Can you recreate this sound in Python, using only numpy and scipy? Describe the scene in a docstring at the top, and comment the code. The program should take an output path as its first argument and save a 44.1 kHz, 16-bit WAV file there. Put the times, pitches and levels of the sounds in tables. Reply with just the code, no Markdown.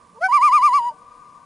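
"""A loon on a still lake gives one tremolo call: a soft rising lead-in, a low opening note, then a higher
tone that quavers five times and trails off. Both are sums of harmonics, with breath noise that follows them.
The wooded far shore, to the left, returns a smeared echo half a second late, and an earlier call still echoes
from the right: both are the voice passed through decaying noise. Bands of noise make a low murmur and hiss,
with a faint far tone of narrow noise. The recorder mirrors tones around multiples of 3.9 kHz."""
import sys
import numpy as np
from scipy import signal
from scipy.io import wavfile
from scipy.ndimage import uniform_filter1d

SR = 44100
rng = np.random.default_rng(int(sys.argv[2]) if len(sys.argv) > 2 else 0)


def transcribe(u):
    """Save the signal u as a 16-bit wav file named by the first command-line argument.

    u: samples, shape (n,) or (channels, n), limited to [-1, 1]; the rate is SR.
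    q: integer samples, one column per channel.
    """
    v = np.clip(np.atleast_2d(u).T, -1, 1)
    q = np.round(v * 32767).astype(np.int16)
    wavfile.write(sys.argv[1], SR, q)


def gain_from_db(level_db):
    """Convert decibel levels to linear amplitude factors (20 dB per decade)."""
    decades = np.asarray(level_db, float) / 20
    return 10 ** decades


N = 63945
T = np.arange(N) / SR   # time in seconds
SIDES = np.array([[.5], [-.5]])   # shares a left-over-right difference in dB between the two sides
JITTER_HZ, UPPER_ROUGH_DB = 2.5, 3.5   # typical chance wander of the pitch and of the upper harmonics


def rms_one(x):
    """Scale a sound to an average strength (rms) of 1."""
    return x / np.sqrt(np.mean(x ** 2) + 1e-20)


def in_time(rows):
    """Join the rows of a table by straight lines in time, one curve for each column after the first."""
    seconds, *columns = np.transpose(rows)
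    return [np.interp(T, seconds, column) for column in columns]


def soften(x):
    """Round the corners of a curve by averaging twice over 4 ms."""
    return uniform_filter1d(uniform_filter1d(x, size=175), size=175)


def drift(rate_hz):
    """Slow chance: noise with its changes faster than the rate smoothed away, typical size 1."""
    r = np.exp(-2 * np.pi * rate_hz / SR)
    smooth = signal.lfilter([1], [1, -2 * r, r * r], rng.standard_normal(N + SR))
    return rms_one(smooth[SR:])


def bump(centre, half, squareness):
    """A swell of height 1 that falls to one half at the half width; more squareness flattens its top."""
    return np.exp(-np.log(2) * np.abs((T - centre) / half) ** squareness)


def at_pitch(rows, hz):
    """Read a two-column table at one frequency, along a logarithmic pitch scale."""
    table = np.array(rows)
    return np.interp(np.log(hz), np.log(table[:, 0]), table[:, 1])


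def banded_noise(spectrum, patchy_db):
    """Half-octave bands of stereo noise, each with its own level, flicker and likeness of sides; rms 1."""
    # How alike the two sides are. Each row: frequency in Hz, likeness from 0 (unrelated) to 1 (the same).
    likeness = [(40, .65), (125, .86), (250, .94), (800, .95), (3000, .98), (10800, .99)]
    edges = 20 * 2 ** np.arange(0, 9.6, .5)
    white = rng.standard_normal((2, 2, N + SR // 2))
    out = 0
    for k, (low, high) in enumerate(zip(edges, edges[1:])):
        band = signal.butter(2, [low, high], "band", fs=SR, output="sos")
        mid, side = signal.sosfilt(band, white[k % 2])[:, -N:]
        centre = np.sqrt(low * high)
        alike = np.clip(at_pitch(likeness, centre), 0, 1)
        stereo = np.sqrt(1 + alike) * mid + np.sqrt(1 - alike) * side * [[1], [-1]]
        out = out + gain_from_db(at_pitch(spectrum, centre) + patchy_db * drift(12.0)) * stereo
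    return rms_one(out)


def murmur():
    """The low murmur and hiss under all: noise strongest in the low bands, with a slight flicker."""
    # Balance of the murmur. Each row: frequency in Hz, relative level in dB per Hz.
    spectrum = [(20, -7), (60, -7.5), (120, -3), (230, 1), (330, -12.5), (600, -4.5), (850, -14.5),
                (1500, -15), (3000, -22.5), (6000, -23), (11000, -25)]
    return gain_from_db(-57) * banded_noise(spectrum, patchy_db=1.3)


def hoot():
    """A faint narrow tone far off: noise ringing through the same resonance twice."""
    # Loudness of the far tone. Each row: time in seconds, level in dB.
    hoot_rows = [(0, -74.5), (.6, -61.5), (.66, -56), (.9, -57), (1.05, -63.5), (1.45, -66.5)]
    tone_hz, width_hz = 478.6, 34   # width of each of the two passes
    r, w = np.exp(-np.pi * width_hz / SR), 2 * np.pi * tone_hz / SR
    x = rng.standard_normal(N + SR)
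    for _ in range(2):
        x = signal.lfilter([1, 0, -1], [1, -2 * r * np.cos(w), r * r], x)
    return gain_from_db(in_time(hoot_rows)[0]) * rms_one(x[SR:])


def scatter(x, delay, build, t60, own, first_db=0):
    """Countless small reflectors return a sound late and smeared, as noise that builds up and dies away.

    Times are in seconds; t60 is the time to fade by 60 dB, own the share that differs between the sides."""
    t = np.arange(4 * SR) / SR - delay
    first_stretch = np.exp(-(t / .25) ** 4)   # about the first quarter second
    fade_db = -60 * np.clip(t, 0, None) / t60
    shape = np.clip(t / build, 0, 1) * gain_from_db(fade_db + first_db * first_stretch)
    shared, left, right = rng.standard_normal((3, len(t)))
    response = shape * (shared + own * np.array([left, right])) / np.sqrt(np.sum(shape ** 2))
    return signal.fftconvolve(x[None], response, axes=1)


def far_shore(voice):
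    """The wooded shore returns a dulled echo from the left; an earlier call's tail comes from the right."""
    echo_left_db, earlier_left_db = 5.5, -9
    earlier_call_s, earlier_db = 1.7, 1.5   # how long ago the earlier call began, and its extra level
    middle = signal.butter(1, [600, 1400], "band", fs=SR, output="sos")
    dull = signal.sosfilt(middle, voice)
    far = gain_from_db(-33) * scatter(dull, delay=.53, build=.03, t60=5.1, own=.5, first_db=5)
    ago = int(earlier_call_s * SR)
    # The earlier call is the same call, heard further along its echo.
    earlier = far[:, ago:ago + N] * gain_from_db(earlier_db + SIDES * earlier_left_db)
    return far[:, :N] * gain_from_db(SIDES * echo_left_db) + earlier


def near_scatter(voice):
    """A short faint smear of the voice from reflectors close by."""
    return gain_from_db(-35) * scatter(voice, delay=.004, build=.03, t60=.2, own=1.0)[:, :N]


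def breath(loudness):
    """Air noise that grows a little faster than the voice, plus a puff as the opening note breaks out."""
    # Balance of the breath before the notch. Each row: frequency in Hz, relative level in dB per Hz.
    spectrum = [(300, -7.5), (1000, 1.5), (2000, -5.5), (2800, 3.5), (3700, -12.5), (4800, -0.5),
                (6300, -4), (7700, -23), (9000, -15), (11000, -3.5)]
    noise = banded_noise(spectrum, patchy_db=2.2)[0]
    notch = signal.butter(1, [3400, 3950], "bandstop", fs=SR, output="sos")
    puff = gain_from_db(-56) * bump(.216, .010, 2)
    return (gain_from_db(-27.5) * loudness ** 1.25 + puff) * signal.sosfilt(notch, noise)


def opening():
    """Soft lead-in, then a low note with a strong second harmonic; returns sound and loudness."""
    # Lead-in and opening note. Each row: time in seconds, pitch in Hz, levels of harmonics 1, 2 and 3 in dB.
    opening_rows = [(.14, 430, -83, -85, -92), (.152, 435, -52.5, -60.5, -85),
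                    (.17, 464.4, -50, -48.5, -72), (.182, 454.3, -48, -44, -78),
                    (.194, 537.4, -45, -55, -81), (.204, 633, -55, -59, -79.5),
                    (.213, 644, -27.5, -43, -49), (.226, 698.4, -22, -25, -45.5),
                    (.242, 752.6, -20, -16.5, -31), (.256, 759.6, -22, -16.5, -31),
                    (.266, 756.5, -19, -20, -35.5), (.277, 764, -27.5, -31.5, -43),
                    (.287, 740, -35.5, -46, -69)]
    # Harmonics 4 to 9 when the second is loudest, before chance wander: one level in dB for each.
    upper_levels = [-79, -61.5, -49, -52, -56, -72]
    hz, *levels = [soften(column) for column in in_time(opening_rows)]
    on = soften(1. * (T > opening_rows[0][0]) * (T < opening_rows[-1][0]))
    phase = 2 * np.pi * np.cumsum(hz + JITTER_HZ * drift(40.0)) / SR
    # The upper harmonics rise and fall with the second.
    swell_db = levels[1] - levels[1].max()
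    levels += [swell_db + db + UPPER_ROUGH_DB * drift(90.0) for db in upper_levels]
    tone = sum(gain_from_db(db) * np.cos((k + 1) * phase + k * np.pi) for k, db in enumerate(levels))
    return np.sqrt(2) * on * tone, on * np.hypot(gain_from_db(levels[0]), gain_from_db(levels[1]))


def tremolo():
    """Pulses of breath pressure lift pitch, level and harmonics; returns tone, harmonics and loudness."""
    # The held tone under the quavers. Each row: time in seconds, pitch in Hz, level in dB.
    held_rows = [(.279, 997.2, -62), (.287, 996.3, -23.5), (.292, 977, -20.5), (.297, 955, -21),
                 (.306, 961.3, -23.5), (.335, 970, -25), (.385, 968.1, -23.5), (.403, 946.4, -25),
                 (.42, 974.6, -21.5), (.485, 982.3, -21), (.504, 967, -24.5), (.55, 988.3, -25),
                 (.602, 978, -24), (.65, 980.8, -20), (.70, 976, -21.5), (.78, 963.5, -23.5),
                 (.815, 933.4, -24), (.85, 954, -22.5), (.875, 984, -20), (.892, 958, -22),
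                 (.906, 907, -31.5), (.935, 910, -54.5), (.95, 900, -101)]
    # Pulses of breath pressure. Each row: centre in seconds, half width of the pitch rise in seconds,
    # pitch rise in Hz, level rise in dB, change of the second harmonic in dB.
    quavers = [(0.3517, .0265, 211.7, 13, 0), (.452, .030, 224.5, 11, -1),
               (0.552, 0.028, 225.7, 14.5, -3.5), (0.6534, .0275, 220.7, 10, -5.5),
               (0.7605, 0.026, 189.5, 10.5, -5)]
    # Harmonics above the tone. Each row: multiple of the pitch, level against the tone at least effort in dB,
    # gain at full effort in dB, power of the curve between (no unit).
    harmonics = [(2, -47.5, 31.5, 0.4), (3, -39.5, -7.5, 1.9), (4, -57.5, 9.5, 0.28),
                 (5, -56.5, 13.5, 0.42), (6, -81, 22, 1.2), (7, -70.5, 29, 0.88), (8, -90, 15, 1.2)]
    throat_hz, throat_width_hz, throat_db = 4300, 420, 18   # a resonance that lifts harmonics near it
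    least_effort_db, full_effort_db = -24, -10
    level_wider = 1.345   # the level swells last longer than the pitch rises

    hz, db = [soften(column) for column in in_time(held_rows)]
    hz = hz + sum(rise * bump(s, half, 3.3) for s, half, rise, *_ in quavers) + JITTER_HZ * drift(60.0)
    pressure = [bump(s, half * level_wider, 2.8) for s, half, *_ in quavers]
    shimmer_db = .25 * drift(93.0)
    db = db + sum(p * q[3] for p, q in zip(pressure, quavers)) + shimmer_db
    bright_db = sum(p * q[4] for p, q in zip(pressure, quavers))
    effort = np.clip((db - least_effort_db) / (full_effort_db - least_effort_db), 0, 1)

    phase = 2 * np.pi * np.cumsum(hz) / SR
    upper = 0
    for k, rest_db, gain_db, power in harmonics:
        resonance_db = throat_db * np.exp(-((k * hz - throat_hz) / throat_width_hz) ** 2)
        if k == 2:
            own_db = bright_db + 1.2 * drift(40)
        else:
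            own_db = UPPER_ROUGH_DB * drift(90)
        upper += gain_from_db(rest_db + gain_db * effort ** power + resonance_db + own_db) * np.sin(k * phase)
    # A brief low blip as the call trails off.
    blip = gain_from_db(-45) * bump(.921, .008, 2) * np.cos(2 * np.pi * 610 * T)
    loud = gain_from_db(db) * (T > held_rows[0][0]) * (T < held_rows[-1][0])
    return np.sqrt(2) * loud * np.cos(phase), np.sqrt(2) * (loud * upper + blip), loud


def scene():
    """Voice with breath, near scatter, far-shore echoes and the lake's floor of murmur and far tone."""
    # Balance of the held tone. Each row: time in seconds, level of left over right in dB.
    tone_left = [(.29, -2.5), (.335, -5), (.37, -3), (.40, -1), (.46, .5), (.55, 1.6), (.60, .6),
                 (.66, 1.6), (.71, -.2), (.76, 1.2), (.80, .2), (.86, 1.3), (.95, 1)]
    voice_left_db = 0.64   # for everything else in the call
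    low, low_loud = opening()
    tone, upper, high_loud = tremolo()
    voice = low + tone + upper
    air = breath(low_loud + high_loud)
    direct = (low + upper + air) * gain_from_db(SIDES * voice_left_db)
    direct = direct + tone * gain_from_db(SIDES * soften(in_time(tone_left)[0]))
    return direct + near_scatter(voice) + far_shore(voice) + hoot() + murmur()


def top_cut(x):
    """Nothing passes above the cut-off."""
    return signal.sosfilt(signal.butter(12, 11370, fs=SR, output="sos"), x)


def record(dry):
    """A tiny periodic timing wobble mirrors each tone, the more the higher; then the top is cut."""
    # Mirrors around 1, 2 and 3 times mirror_hz: typical level of each against a tone at even_hz, in dB.
    mirror_levels = [-33.5, -39, -44]
    mirror_hz, even_hz, flutter_db = 3899, 1200, 3
    # A small shift in time adds the slope of the sound times the shift.
    slope = np.gradient(dry, axis=1) * SR / (2 * np.pi * even_hz)
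    wobble = 0
    for k, db in enumerate(mirror_levels):
        strength = 2 * gain_from_db(db + flutter_db * drift(57))
        wobble = wobble + strength * np.cos(2 * np.pi * (k + 1) * mirror_hz * T)
    low_pass = signal.ellip(12, .5, 85, 10950, fs=SR, output="sos")
    mix = signal.sosfilt(low_pass, dry + slope * wobble)
    return top_cut(mix)


dry = scene()
out = record(dry)
transcribe(out)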